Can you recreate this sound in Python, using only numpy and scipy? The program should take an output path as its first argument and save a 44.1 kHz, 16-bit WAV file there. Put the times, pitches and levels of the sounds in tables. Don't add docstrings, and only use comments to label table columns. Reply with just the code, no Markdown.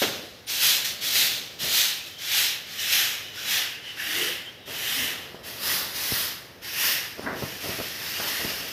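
import sys
import numpy as np
from scipy import signal
from scipy.fft import rfft, irfft, next_fast_len
from scipy.io import wavfile
from scipy.ndimage import uniform_filter1d, map_coordinates

SR = 44100
rng = np.random.default_rng(int(sys.argv[2]) if len(sys.argv) > 2 else 0)


def generate_wav(signal):
    frames = np.transpose(np.atleast_2d(signal))
    scaled = np.clip(frames, -1, 1) * 32767
    pcm = np.round(scaled).astype(np.int16)
    wavfile.write(sys.argv[1], SR, pcm)


N = 384552
TIME = np.arange(N) / SR

# freq_hz, level_db_per_hz
CLOTH_SPECTRUM = [(35, -35), (60, -3), (110, -0.5), (180, -0.5), (280, -0.5), (420, 0.5), (650, 0.5),
                  (850, -9), (1300, -7), (1700, -18), (2900, -90)]


def amp(db):
    return 10 ** (np.asarray(db) / 20)


def unit(x):
    return x / np.sqrt(np.mean(x ** 2) + 1e-20)


def steady(x):
    power = np.abs(uniform_filter1d(x ** 2, SR // 4))
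    return x / np.sqrt(power + 1e-12)


def along(points, hz):
    point_hz, value = np.transpose(points)
    return np.interp(np.log(hz + 1), np.log(point_hz + 1), value)


def curves(rows):
    time_s, *columns = np.transpose(rows)
    return [np.interp(TIME, time_s, column) for column in columns]


def wobble(rate_hz):
    knots = rng.standard_normal(int(N * rate_hz / SR) + 4)
    return map_coordinates(knots, [TIME * rate_hz])


def filtered(x, response):
    n = len(x)
    padded = next_fast_len(n + 8192)
    freq_hz = np.fft.rfftfreq(padded, 1 / SR)
    return irfft(rfft(x, padded) * response(freq_hz), padded)[:n]


def low_pass(edge_hz):
    return lambda f: 1 / (1 + (f / edge_hz) ** 8)


def coloured(x, spectrum):
    return unit(filtered(x, lambda f: amp(along(spectrum, f))))


def resonance(f, mode_hz, width_hz):
    damping = 1j * f * width_hz
    return damping / (mode_hz * mode_hz - f * f + damping)


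def add(track, start_s, sound):
    part = track[max(round(start_s * SR), 0):][:len(sound)]
    part += sound[:len(part)]


def catches(rate_hz, spread_db):
    hits = rng.random(N) < rate_hz / SR
    sign = np.sign(rng.standard_normal(N))
    return unit(hits * sign * amp(spread_db * rng.standard_normal(N)))


def glides(rows, waver):
    out = np.zeros(N)
    for start_s, length_s, level_db, start_hz, end_hz in rows:
        u = np.clip((TIME - start_s) / length_s, 0, 1)
        pitch_hz = (start_hz + (end_hz - start_hz) * u) * (1 + waver)
        tone = np.sin(2 * np.pi * np.cumsum(pitch_hz) / SR)
        out += amp(level_db) * np.sin(np.pi * u) * tone
    return out


def background():
    # freq_hz, level_db_per_hz
    outside_spectrum = [(25, -24), (45, -1), (70, 1), (105, 5.5), (200, -0.5), (500, 0.5), (1060, -9.5),
                        (1800, -6), (3000, -13), (5400, -16.5), (7900, -31), (12000, -21), (15000, -28)]
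    level_db = -50.5 + 0.9 * wobble(3.8)
    return amp(level_db) * coloured(rng.standard_normal(N), outside_spectrum)


def bird():
    # start_s, length_s, level_db, start_hz, end_hz
    chirps = [(1.98, 0.15, -43, 2630, 2600), (2.08, 0.2, -44, 3100, 3140), (3.2, 0.18, -43, 3040, 2920),
              (3.80, .12, -51.5, 4220, 4020), (3.82, 0.13, -36, 3080, 2940), (4.43, 0.086, -38, 3160, 3160),
              (4.585, .11, -49.5, 3800, 3700)]
    return glides(chirps, waver=0.0236 * wobble(300)) * amp(2.5 * wobble(70))


def room(x):
    # freq_hz, t60_s
    walls = [(120, 0.96), (500, 0.86), (3000, 0.54), (6000, 0.27), (12000, 0.1)]
    hop = 128
    freq_hz, _, bands = signal.stft(x, SR, nperseg=2 * hop)
    keep = amp(-60 * hop / SR / along(walls, freq_hz)) ** 2
    energy = np.array([signal.lfilter([0, 1 - k], [1, -k], abs(band) ** 2) for k, band in zip(keep, bands)])
    scatter = signal.stft(rng.standard_normal(N), SR, nperseg=2 * hop)[2]
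    ring = np.sqrt(energy) * scatter / np.std(scatter)
    return signal.istft(ring, SR, nperseg=2 * hop)[1][:N]


def groans():
    # start_s, length_s, level_db, start_hz, end_hz
    groan_rows = [(4.05, 0.32, -40.5, 309.3, 362), (4.14, 0.22, -38.5, 412, 445),
                  (4.94, 0.125, -39.5, 295.4, 234)]
    return glides(groan_rows, waver=0.073 * wobble(150)) * amp(2.3 * wobble(80))


def bangles():
    # start_s, level_db, pitch_hz
    clinks = [(0.466, -37, 9550), (7.229, -41, 9450), (7.237, -48, 9600), (8.683, -33.5, 13590)]
    t60_s, attack_s = 0.05, 0.001
    out, t = np.zeros(N), np.arange(SR // 8) / SR
    for start_s, level_db, pitch_hz in clinks:
        envelope = amp(level_db - 60 * t / t60_s) * (1 - np.exp(-t / attack_s))
        add(out, start_s, envelope * np.sin(2 * np.pi * pitch_hz * t))
    return out


def shuffle():
    # start_s, length_s, level_db
    shifts = [(.75, 1, -51.5), (1.611, .13, -41.5), (4.672, 0.11, -43.5), (4.974, 0.53, -47.5),
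              (5.453, 0.61, -48), (6.25, .3, -60), (7.17, 0.063, -42.5), (7.219, 0.27, -38),
              (7.63, 0.14, -38.5), (7.783, .06, -37), (8.168, 0.16, -44.5), (8.39, 0.16, -39),
              (8.574, 0.15, -45)]
    skew, roundness = 0.61, 0.47
    level = np.zeros(N)
    for start_s, length_s, level_db in shifts:
        u = np.linspace(0, 1, round(length_s * SR))
        add(level, start_s, amp(level_db) * np.abs(np.sin(np.pi * u ** skew)) ** roundness)
    rub = coloured(catches(rate_hz=1500, spread_db=1.5), CLOTH_SPECTRUM)
    return level * amp(1.3 * wobble(25)) * rub


def scuff():
    # time_s, level_db
    drag = [(7.21, -55), (7.26, -40), (7.263, -26.5), (7.288, -31), (7.31, -36), (7.35, -39), (7.42, -53)]
    # mode_hz, width_hz, gain_db
    sole_modes = [(271, 38, 4), (624, 380, -8.5), (1130, 510, -4.5), (1550, 140, 0), (1990, 200, -0.5)]

    def sole(f):
        return sum((-1) ** k * amp(gain_db) * resonance(f, mode_hz, width_hz)
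                   for k, (mode_hz, width_hz, gain_db) in enumerate(sole_modes))

    level_db, = curves(drag)
    dragging = (TIME > drag[0][0]) * (TIME < drag[-1][0])
    rub = filtered(catches(rate_hz=1400, spread_db=0.5), sole)
    return amp(level_db) * dragging * unit(filtered(rub, low_pass(2150)))


def thumps():
    # start_s, level_db, pitch_hz, t60_s (of the puff)
    contacts = [(1.635, -33, 150, .09), (5.345, -28, 330, 0.087), (6.121, -19.5, 302.2, 0.017),
                (6.125, -27, 90, .06), (7.195, -19.5, 520, 0.011), (7.423, -22, 300, 0.12),
                (7.436, -22.5, 169, .05), (7.66, -34, 300, 0.12), (7.692, -25.5, 150, .1),
                (7.801, -23.5, 420, 0.059), (7.816, -29, 210, 0.06), (8.2, -23, 620, 0.36),
                (8.448, -21.5, 300, 0.093), (8.451, -32, 100, .08), (8.498, -29, 400, .07)]
    out, t = np.zeros(N), np.arange(SR // 4) / SR
    for start_s, level_db, pitch_hz, t60_s in contacts:
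        push = np.sin(2 * np.pi * pitch_hz * t) * np.exp(-(pitch_hz * t / 0.87) ** 2)
        noise = rng.standard_normal(len(t))
        puff = unit(filtered(noise, lambda f: (resonance(f, pitch_hz, 1.5 * pitch_hz)
                                               * resonance(f, pitch_hz, 5 * pitch_hz))))
        add(out, start_s, amp(level_db) * (push + 0.3 * puff * amp(-60 * t / t60_s)))
    return out


def knocks():
    # start_s, level_db (before the push and crack weights)
    blows = [(0.019, -12.5), (0.0242, -14), (0.036, -14)]
    # freq_hz, level_db_per_hz
    crack_spectrum = [(80, -30), (200, -2), (330, 6.5), (600, -5), (900, -12), (1300, -3), (1900, -7),
                      (3000, -6.5), (6000, -16), (10000, -37)]
    push_hz, crack_t60_s = 520, 0.082
    out, t = np.zeros(N), np.arange(SR // 4) / SR
    for start_s, level_db in blows:
        crack = coloured(rng.standard_normal(len(t)), crack_spectrum) * amp(-60 * t / crack_t60_s)
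        push = np.cos(2 * np.pi * push_hz * t) * np.exp(-(push_hz * t / 0.88) ** 2)
        add(out, start_s, amp(level_db) * (0.47 * crack + 0.67 * push))
    return out


def squeaks():
    # start_s, length_s, level_db, start_hz, end_hz
    chatters = [(3.365, 0.063, -38, 1460, 1590), (3.70, 0.096, -41, 2470, 2870),
                (3.965, 0.092, -34, 1660, 1836), (4.48, 0.25, -51.5, 3180, 2810),
                (5.67, 0.094, -35, 1927, 1944)]
    return glides(chatters, waver=0.065 * wobble(500)) * amp(2.5 * wobble(200))


def patchy(x, depth_db):
    bands = signal.stft(x, nperseg=1024)[2]
    field = rng.standard_normal(bands.shape)
    field = uniform_filter1d(field, size=4, axis=0)
    field = uniform_filter1d(field, size=9, axis=1)
    return signal.istft(bands * amp(depth_db * unit(field)), nperseg=1024)[1][:N]


def swing(start_s, touch_db, peak_after_s, rise_s, fall_s):
    touch_s = 0.061
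    steepness = 2.6
    t = np.maximum(TIME - start_s, 0)
    landing = t / touch_s
    touch = amp(touch_db) * landing * np.exp(1 - landing)
    width_s = np.where(t < peak_after_s, rise_s, fall_s)
    swish = np.minimum(landing, 1) / (1 + np.abs((t - peak_after_s) / width_s) ** steepness)
    return np.hypot(touch, swish)


def sweeping():
    strokes = [(-0.151, -10, 0.058, -25.5, 0.09, 0.141, -3.5, -52),
               (0.467, -7.5, 0.18, -22, 0.043, 0.12, -3.0, -46.5),
               (1.002, -6, 0.17, -23.0, 0.046, 0.13, -4, -47),
               (1.584, -6.5, 0.19, -23.5, 0.072, 0.12, -4.0, -48),
               (2.175, -13.5, 0.22, -23.5, 0.09, 0.1, -5.0, -52),
               (2.645, -3.5, 0.11, -39.0, 0.048, 0.055, -9, -69),
               (2.769, -5.5, 0.18, -24.0, 0.052, 0.14, -5.0, -49),
               (3.33, -12.5, 0.2, -25.5, 0.061, 0.11, -6.5, -49.5),
               (3.813, 3, 0.085, -45.5, 0.036, 0.056, -15, -71),
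               (3.95, -8.5, 0.26, -28.0, 0.15, 0.12, -7, -48),
               (4.652, -11, 0.32, -29.0, 0.19, 0.15, -5.0, -47.5),
               (5.425, -11, 0.27, -29.0, 0.068, 0.148, -1, -44.5),
               (5.9, -17, 0.29, -30.5, 0.27, 0.11, -1, -47.5),
               (6.612, -12, 0.24, -26.0, 0.084, 0.13, -2.5, -46),
               (7.169, -7.5, 0.24, -39.5, 0.057, 0.29, -5.5, -52),
               (7.593, 1, 0.16, -37.5, 0.092, 0.62, -5.5, -53),
               (7.981, -8, 0.346, -33, 0.264, 0.36, -4.5, -48)]
    # start_s, level_db
    flicks = [(.843, -26), (2.058, -42), (8.271, -30.5), (8.675, -40)]
    hiss_growth = 1.274
    flick_rise_s, flick_fade_db_per_s, flick_hiss_db = 0.006, 158, -5
    rasp, hiss, rustle = np.zeros((3, N))
    for start_s, touch_db, peak_after_s, swish_db, rise_s, fall_s, tips_db, rustle_db in strokes:
        effort = swing(start_s, touch_db, peak_after_s, rise_s, fall_s)
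        rasp += (amp(swish_db) * effort) ** 2
        hiss += (amp(swish_db + tips_db) * effort ** hiss_growth) ** 2
        rustle += (amp(rustle_db) * effort) ** 2
    for start_s, level_db in flicks:
        t = np.maximum(TIME - start_s, 0)
        flick = np.minimum(t / flick_rise_s, 1) * amp(level_db - flick_fade_db_per_s * t)
        rasp += flick ** 2
        hiss += (amp(flick_hiss_db) * flick) ** 2
    return np.sqrt([rasp, hiss, rustle])


def broom():
    # freq_hz, level_db_per_hz
    open_floor = [(470, -33), (800, -14.5), (1130, -18.5), (1540, -8.5), (2210, -5), (2410, -4.5),
                  (3130, -0.5), (4010, 0.5), (4600, -3), (6110, -5), (7840, -12), (10000, -14), (11800, -9),
                  (13000, -7.5), (15500, -14.5)]
    mid_room = [(470, -37), (800, -11.5), (1050, -21), (1200, -10.5), (1510, -10), (1770, -2), (2240, -3.5),
                (3090, 1), (4010, -3), (4480, -9), (5340, -3), (8650, -18), (9920, -16), (13400, -9.5),
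                (15500, -19)]
    by_wall = [(470, -42.5), (800, -11.5), (1000, -14.5), (1270, -11.5), (1790, -1.5), (2050, -1.5),
               (2350, -7.5), (2870, 2), (4220, -9), (5270, -7.5), (7640, -19), (10400, -18.5), (11500, -13),
               (13200, -16), (15500, -20.5)]
    low_reach = [(470, -29), (800, -12.5), (906, -7.5), (988, -8.5), (1190, -6.5), (1560, -5.5),
                 (1910, -0.5), (2300, -7.5), (2630, -3.5), (5080, -1.5), (7550, -11.5), (8760, -11),
                 (11800, -2), (13900, -3.5), (15500, -8.5)]
    by_stair = [(500, -22), (900, -12), (1300, -9.5), (1850, -1), (2300, -5), (2800, -.5), (3300, -4),
                (4200, -6), (5300, -3), (6400, -10), (7700, -16), (9700, -15), (12800, -6), (15500, -15.5)]
    # time_s, place (index into colours, fractions blend)
    path = [(1.8, 0), (2.4, 0.5), (3.5, 1), (3.9, 2), (4.4, 2), (4.8, 1.55), (5.1, 1.8), (5.6, 3), (6.4, 3),
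            (6.65, 4)]
    colours = [open_floor, mid_room, by_wall, low_reach, by_stair]
    rasp_gain, hiss_gain, rustle_gain = sweeping()
    place, = curves(path)
    grit = patchy(catches(rate_hz=16000, spread_db=3.0), depth_db=1.34)
    grit = grit * amp(0.45 * wobble(140) + 0.21 * wobble(30))
    friction = np.zeros(N)
    for k, colour in enumerate(colours):
        nearness = np.clip(1 - abs(place - k), 0, 1)
        friction += nearness * coloured(grit, colour)
    rasp = filtered(friction, low_pass(6800))
    hiss = friction - rasp
    bundle = coloured(rng.standard_normal(N), CLOTH_SPECTRUM)
    return amp(-0.42) * rasp_gain * steady(rasp) + amp(0.74) * hiss_gain * steady(hiss) + rustle_gain * bundle


def scene():
    far = broom() + knocks() + squeaks()
    near = shuffle() + thumps() + scuff() + groans() + bangles()
    ring = room(amp(-3) * far + amp(-8) * near)
    mono = far + near + ring + bird() + background()
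    return np.array([mono, mono])


def record(dry):
    bass_hz, top_hz = 45, 15550
    mono = filtered(dry[0], lambda f: (f < top_hz) * (1 - 1 / (1 + (f / bass_hz) ** 4)))
    return np.array([mono, mono])


dry = scene()
out = record(dry)
generate_wav(out)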